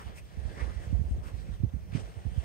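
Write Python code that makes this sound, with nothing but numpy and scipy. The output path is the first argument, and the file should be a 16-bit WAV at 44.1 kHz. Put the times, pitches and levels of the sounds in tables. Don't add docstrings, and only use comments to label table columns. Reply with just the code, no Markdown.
import sys
import numpy as np
from scipy import signal
from scipy.fft import rfft, irfft
from scipy.io import wavfile
from scipy.ndimage import uniform_filter1d

SR = 44100
rng = np.random.default_rng(int(sys.argv[2]) if len(sys.argv) > 2 else 0)


def wav_record(signal):
    frames = np.transpose(np.atleast_2d(signal))
    bounded = np.clip(frames, -1, 1)
    quanta = np.round(bounded * 32767).astype(np.int16)
    wavfile.write(sys.argv[1], SR, quanta)


N = 107604

# frequency in Hz, level in dB.
SURF_COLOUR = [(150, -6.5), (300, 3), (600, -0.5), (1000, -7.5), (1400, -11.5), (2300, -13.5),
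               (3300, -17.5), (4600, -23), (5900, -17.5), (7100, -27), (8500, -20.5), (10400, -30),
               (12000, -25.5), (15600, -25.5)]
# time in seconds, added level in dB.
SURF_ROAR = [(0, -2), (.15, 4), (.3, -3.5), (.5, 8.5), (.75, 5.5), (1.0, 4), (1.3, 6), (1.6, 1.5), (1.9, 1),
             (2.0, 7), (2.2, -0.5), (2.44, 5)]
# time in seconds, level in dB.
RUSTLE_LEVEL = [(0.0, -71), (0.05, -53.5), (0.18, -62), (0.41, -56), (0.61, -51.5), (0.69, -54.5),
                (0.84, -56), (1.05, -59.5), (1.43, -62.5), (1.55, -63.5), (1.65, -69.5), (1.88, -65.5),
                (1.96, -50.5), (2.11, -60), (2.44, -54.5)]
# frequency in Hz, level in dB.
RUSTLE_COLOUR = [(300, -16), (600, 1), (900, -15), (1200, -12), (1950, -13), (2400, -16.5), (3400, -17),
                 (4800, -22.5), (7200, -26), (8600, -23), (9700, -25.5), (10500, -53), (15600, -46)]
# time in seconds, level in dB, scrape pitch in Hz.
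FOOT_DRAG = [(.3, -82, 1850), (.4, -65.5, 1790), (.5, -58.5, 1640), (.58, -57.5, 1920), (.67, -68, 1820),
             (.74, -58.5, 1990), (.84, -68, 1930), (.9, -78, 1800)]
# low body in dB, scrape pitch in Hz, scrape in dB,
# grit near 8 kHz in dB, top treble in dB.
SHOE_SCUFFS = [(0.013, 0.03, 0.019, -53, 10.5, 1820, 5, -0.5, 7),
               (.08, 0.03, 0.054, -58.5, 2, 3220, 6.5, -9, 11),
               (0.184, 0.019, 0.013, -51.5, -11, 2380, 12, 7, 14.5),
               (.6, 0.025, 0.093, -54.5, 13, 1800, 4, -3, 0),
               (0.612, 0.014, 0.016, -49.5, 4, 2100, 12.5, -5, -3),
               (0.849, 0.034, 0.021, -57, -3, 1920, 3, 4.5, 0),
               (1.11, 0.023, 0.03, -69, -21, 2500, -12, 11, 14),
               (1.237, 0.0034, 0.016, -58, -2.5, 1150, 14, 2, 8),
               (1.274, 0.022, 0.03, -54.5, 7, 2650, 5.5, 3, 10),
               (1.41, 0.062, 0.03, -59, -7, 4100, 8.5, 3, 3),
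               (1.475, 0.017, 0.022, -60, -1, 2340, 9, 1.5, 0),
               (1.54, 0.026, 0.019, -59.5, 0, 3760, 9.5, 1.5, 3),
               (1.697, .006, 0.0051, -65, -14, 3300, 14.5, -14, -13),
               (1.923, 0.0022, 0.0037, -53, -4, 2500, 5, -15, -10),
               (1.942, 0.011, 0.018, -52, -2, 2380, 11.5, -8, -2),
               (1.963, 0.013, 0.012, -46.5, -13, 2900, 4.5, -3, -19),
               (1.958, 0.012, .018, -51.5, -10, 5340, 5, 2, -19),
               (1.973, .002, 0.0035, -47, -10, 2100, 1, 0, -16),
               (1.996, 0.0086, 0.016, -48.5, -18, 2200, -3, 4.5, -23),
               (2.07, 0.037, 0.068, -59, -3, 2140, 5, 1, 6),
               (2.401, 0.055, 0.025, -60.5, -6, 3130, 12.5, 6, -4)]
# frequency in Hz, level in dB.
SCUFF_COLOUR = [(400, -2.5), (700, -16), (1000, 1.5), (1500, 0.5), (2300, -5.5), (3300, -7.5), (4300, -13),
                (5400, -9.5), (7000, -17.5), (8200, -11), (9600, -17), (10400, -37), (11600, -25),
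                (14000, -30), (15600, -34)]
# frequency in Hz, likeness from 0 to 1,
# lead of the left port in radians, left minus right level in dB.
PORT_PAIR = [(300, .3, 0, -1), (700, .45, 1.6, -1), (1100, .45, 3.2, .5), (1450, .45, 3.4, .5),
             (1750, .55, 5.2, .3), (2100, .9, 5.6, .3), (2700, .55, 6, .3), (3300, .3, 8, 1),
             (3800, .5, 10.2, 1.2), (5000, .4, 13.5, 1.2), (6000, .35, 16.2, 1.2), (9000, .2, 26, 1.1),
             (15000, .05, 28, -.6)]
# frequency in Hz, level in dB.
BUFFET_COLOUR = [(20, -58), (35, -23), (55, 4), (80, 1), (125, -6), (160, -10), (190, -8.5), (240, -26),
                 (300, -24.5), (500, -30.5), (1000, -66.5)]
# time in seconds, level in dB.
LEFT_BUFFET = [(0, -47), (.27, -46), (.33, -53), (.42, -47), (.84, -46), (1.0, -43), (1.22, -43),
               (1.3, -48), (1.4, -44), (1.75, -46), (1.95, -48), (2.07, -44), (2.17, -50), (2.35, -46),
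               (2.44, -48)]
# time in seconds, level in dB.
RIGHT_BUFFET = [(0, -44.5), (.15, -43), (.3, -47.5), (.45, -37.5), (.58, -39), (.84, -39), (1.0, -31),
                (1.2, -42), (1.3, -39.5), (1.55, -40), (1.66, -42), (1.71, -47), (1.8, -41.5),
                (1.87, -39.5), (1.98, -35.5), (2.08, -46), (2.13, -46.5), (2.22, -43.5), (2.44, -46)]
# peak time in seconds, level in dB, pitch at the peak in Hz,
# length in seconds, sharp front in dB relative to the eddy, port (0 left, 1 right).
EDDIES = [(0.068, -27, 75, 0.023, -11, 1), (0.101, -32, 63, 0.014, -6, 1), (0.234, -35, 66, 0.021, -30, 1),
          (0.376, -25, 83, 0.013, -14.5, 1), (0.392, -25, 73, 0.018, -34, 1),
          (0.455, -21, 72, 0.018, -23, 1), (0.485, -26, 69, 0.011, -26, 1),
          (0.626, -18.5, 69.4, 0.024, -15.5, 1), (0.676, -26.5, 65, 0.026, -18, 1),
          (0.728, -32.1, 81, 0.01, -21, 1), (0.768, -20.5, 70, 0.022, -36, 1),
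          (0.803, -28, 79, 0.013, -39, 1), (0.874, -23, 90, 0.012, -33, 1), (0.878, -34, 86, 0.026, -19, 0),
          (0.912, -33.5, 72, 0.039, -15, 0), (0.931, -14.5, 93.4, 0.012, -9, 1),
          (0.948, -28, 80, 0.016, -12, 0), (0.949, -15.5, 66, 0.025, -26, 1),
          (0.972, -26.5, 111, 0.012, -18, 1), (0.996, -17, 90.4, 0.012, -38, 1),
          (1.015, -20, 89.2, 0.017, -16, 1), (1.016, -35.5, 213, 0.0074, -18, 1),
          (1.042, -32.5, 190, 0.0078, -20, 1), (1.054, -24, 85.0, 0.019, -20, 1),
          (1.075, -29.5, 61.7, 0.03, -13, 0), (1.118, -18, 75, 0.0274, -9, 0),
          (1.136, -22, 68, 0.017, -32, 1), (1.16, -24, 78, 0.024, -16, 1),
          (1.187, -24, 104.5, 0.018, -11, 0), (1.222, -23, 66, 0.011, -39, 1),
          (1.263, -26, 78.0, 0.013, -35, 1), (1.343, -22, 77, 0.024, -27, 1),
          (1.385, -25.5, 62, 0.01, -23, 1), (1.412, -34, 66, 0.015, -6, 1),
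          (1.496, -24, 62.6, 0.015, -9, 1), (1.518, -24, 65.4, 0.019, -26, 1),
          (1.532, -21.5, 64.6, 0.011, -37, 1), (1.605, -22.5, 108.6, 0.014, -30, 1),
          (1.641, -13.5, 118, 0.016, -4, 1), (1.648, -27.5, 260, 0.00616, -17, 1),
          (1.67, -25, 74.5, 0.016, -17, 1), (1.67, -30, 80, 0.016, -18, 0),
          (1.746, -20.5, 77.3, 0.024, -6, 1), (1.765, -30, 169.5, 0.01, -10, 1),
          (1.781, -38, 72, 0.012, -17, 1), (1.932, -24, 80.5, 0.014, -10, 1),
          (1.945, -32, 132, 0.011, -21, 1), (1.955, -19, 146.2, 0.012, 1.5, 1),
          (1.959, -23.5, 244, 0.0052, -31, 1), (1.979, -27.5, 110, 0.021, 0, 1),
          (2.019, -31.5, 105.0, 0.0134, -27, 1), (2.037, -28, 62.4, 0.0335, -36, 1),
          (2.173, -26.5, 94.5, 0.0182, -12, 1), (2.254, -34, 237, 0.0065, -5, 1),
          (2.259, -19.5, 84.7, 0.014, -24, 1), (2.27, -18, 70.3, 0.019, -10, 1),
          (2.319, -25, 74, 0.012, -42, 1), (2.365, -26.5, 122, 0.011, -21, 1),
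          (2.381, -13, 84, 0.016, -32, 1)]

SURF_DB = -58
DRAG_WIDTH = 0.16
DRAG_UPPER, DRAG_UPPER_DB = 2.74, -14
SCRAPE_WIDTH = 0.15
RISE_EDGE, FALL_EDGE = 2, 1.87
HOP = 64
PUFF_RISE, PUFF_END = 0.3006, 2.35
PUFF_SAG, FRONT_HZ = 0.39, 186.3
LOW_CUT_HZ, EDGE_HZ = 32, 15730


def gain_of(db):
    return 10 ** (np.asarray(db) / 20)


def evened(x):
    return x / np.sqrt(np.mean(abs(x) ** 2) + 1e-20)


def read(points, hz, order=1):
    p = np.array(points)
    return np.interp(np.log(hz + 1), np.log(p[:, 0] + 1), p[:, order])


def curve(points, t, order=1):
    p = np.array(points)
    return np.interp(t, p[:, 0], p[:, order])


def shape(points, hz):
    return evened(gain_of(read(points, hz)))[:, None]


def bump(hz, centre, width):
    return np.exp(-(np.log(hz / centre + 1e-9) / width) ** 2)


def surf(hz, t, patches):
    roar = curve(SURF_ROAR, t) / (1 + (hz[:, None] / 1000) ** 4)
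    return shape(SURF_COLOUR, hz) * gain_of(SURF_DB + roar + 1.46 * patches)


def rustle(hz, t, patches):
    return shape(RUSTLE_COLOUR, hz) * gain_of(curve(RUSTLE_LEVEL, t) + 0.45 * patches)


def drag(hz, t):
    scrape_hz = curve(FOOT_DRAG, t, order=2)
    away = np.log(hz[:, None] / scrape_hz + 1e-9)
    lower = np.exp(-(away / DRAG_WIDTH) ** 2)
    upper = np.exp(-((away - np.log(DRAG_UPPER)) / DRAG_WIDTH) ** 2)
    bands = lower + gain_of(DRAG_UPPER_DB) * upper
    return (evened(bands) * gain_of(curve(FOOT_DRAG, t))) ** 2


def scuffs(hz, t):
    low = 1 / (1 + (hz / 1300) ** 4)
    grit = bump(hz, 8200, 0.35)
    top = 1 / (1 + (11000 / (hz + 1)) ** 8)
    power = 0
    for s, rise, fall, db, low_db, scrape_hz, scrape_db, grit_db, top_db in SHOE_SCUFFS:
        time_scale = np.where(t < s, rise, fall)
        steepness = np.where(t < s, RISE_EDGE, FALL_EDGE)
        swell = np.exp(-abs((t - s) / time_scale) ** steepness)
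        scrape = bump(hz, scrape_hz, SCRAPE_WIDTH)
        boosts = low_db * low + scrape_db * scrape + grit_db * grit + top_db * top
        colour = gain_of(db + boosts)[:, None]
        power = power + (shape(SCUFF_COLOUR, hz) * colour) ** 2 * swell
    return power


def at_ports(size, hz, noises):
    a, b, c, d = noises
    likeness = np.clip(read(PORT_PAIR, hz), 0, 1)[:, None]
    lead = np.exp(1j * read(PORT_PAIR, hz, order=2))[:, None]
    right = a + 1j * b
    left = likeness * right * lead + np.sqrt(1 - likeness ** 2) * (c + 1j * d)
    tilt = gain_of(read(PORT_PAIR, hz, order=3) / 2)[:, None]
    return np.array([left * tilt, right / tilt]) * size


def hisses():
    frames, hz = N // HOP + 5, np.fft.rfftfreq(4 * HOP, 1 / SR)
    t = np.arange(frames) * HOP / SR
    *noises, grain = rng.standard_normal((frames, len(hz), 5)).T
    flicker = evened(uniform_filter1d(grain, size=25, axis=0))
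    specks = evened(uniform_filter1d(grain, size=14, axis=1))
    patches = uniform_filter1d(uniform_filter1d(grain, size=5, axis=0), size=40, axis=1)
    patches = evened(patches)
    walk_power = scuffs(hz, t) + drag(hz, t) + rustle(hz, t, patches) ** 2
    walk_power = walk_power * gain_of(3.56 * flicker)
    size = np.sqrt(walk_power + surf(hz, t, patches) ** 2) * gain_of(1.12 * specks)
    spectra = at_ports(size, hz, noises)
    sound = signal.istft(spectra, nperseg=4 * HOP, noverlap=3 * HOP)[1]
    return sound[:, :N] / np.sqrt(len(hz))


def buffet():
    t, hz = np.arange(N) / SR, np.fft.rfftfreq(N, 1 / SR)
    noise, lumps = rng.standard_normal((2, 2, N))
    lumps = evened(uniform_filter1d(uniform_filter1d(lumps, size=900), size=900))
    lumpy = noise * gain_of(1.53 * lumps)
    low = evened(irfft(rfft(lumpy) * gain_of(read(BUFFET_COLOUR, hz)), N))
    return low * gain_of([curve(LEFT_BUFFET, t), curve(RIGHT_BUFFET, t)])


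def puffs():
    out = np.zeros((2, N + SR))
    for s, db, hz, length, edge_db, port in EDDIES:
        u = np.arange(-3 * PUFF_RISE * length, 3 * length, 1 / SR) / length
        rise = np.exp(-(u / PUFF_RISE) ** 2)
        fall = np.exp(-(abs(u) / 0.82) ** 0.89 - (u / PUFF_END) ** 4)
        swell = np.where(u < 0, rise, fall)
        turns = np.cumsum(hz * np.exp(-PUFF_SAG * np.tanh(u))) / SR
        ring = swell * np.cos(2 * np.pi * turns)
        sharp = 0.0032 * gain_of(-0.2 * (db + edge_db + 31))
        front_swell = np.exp(-((u + 0.24) * length / sharp) ** 2)
        front_wave = np.cos(2 * np.pi * FRONT_HZ * (u + 0.26) * length)
        front = -gain_of(edge_db) * front_swell * front_wave
        at = max(round(s * SR + u[0] * length * SR), 0)
        out[int(port > .5), at:at + len(u)] += gain_of(db) * (ring + front)
    return out[:, :N] + .02 * out[::-1, :N]


def scene():
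    return hisses() + buffet() + puffs()


def record(dry):
    low_cut = signal.butter(3, LOW_CUT_HZ, "high", fs=SR, output="sos")
    cut = signal.sosfilt(low_cut, dry)
    treble_limit = signal.firwin(1023, EDGE_HZ, window=("kaiser", 10), fs=SR)
    return signal.oaconvolve(cut, treble_limit[None], "same")


dry = scene()
out = record(dry)
wav_record(out)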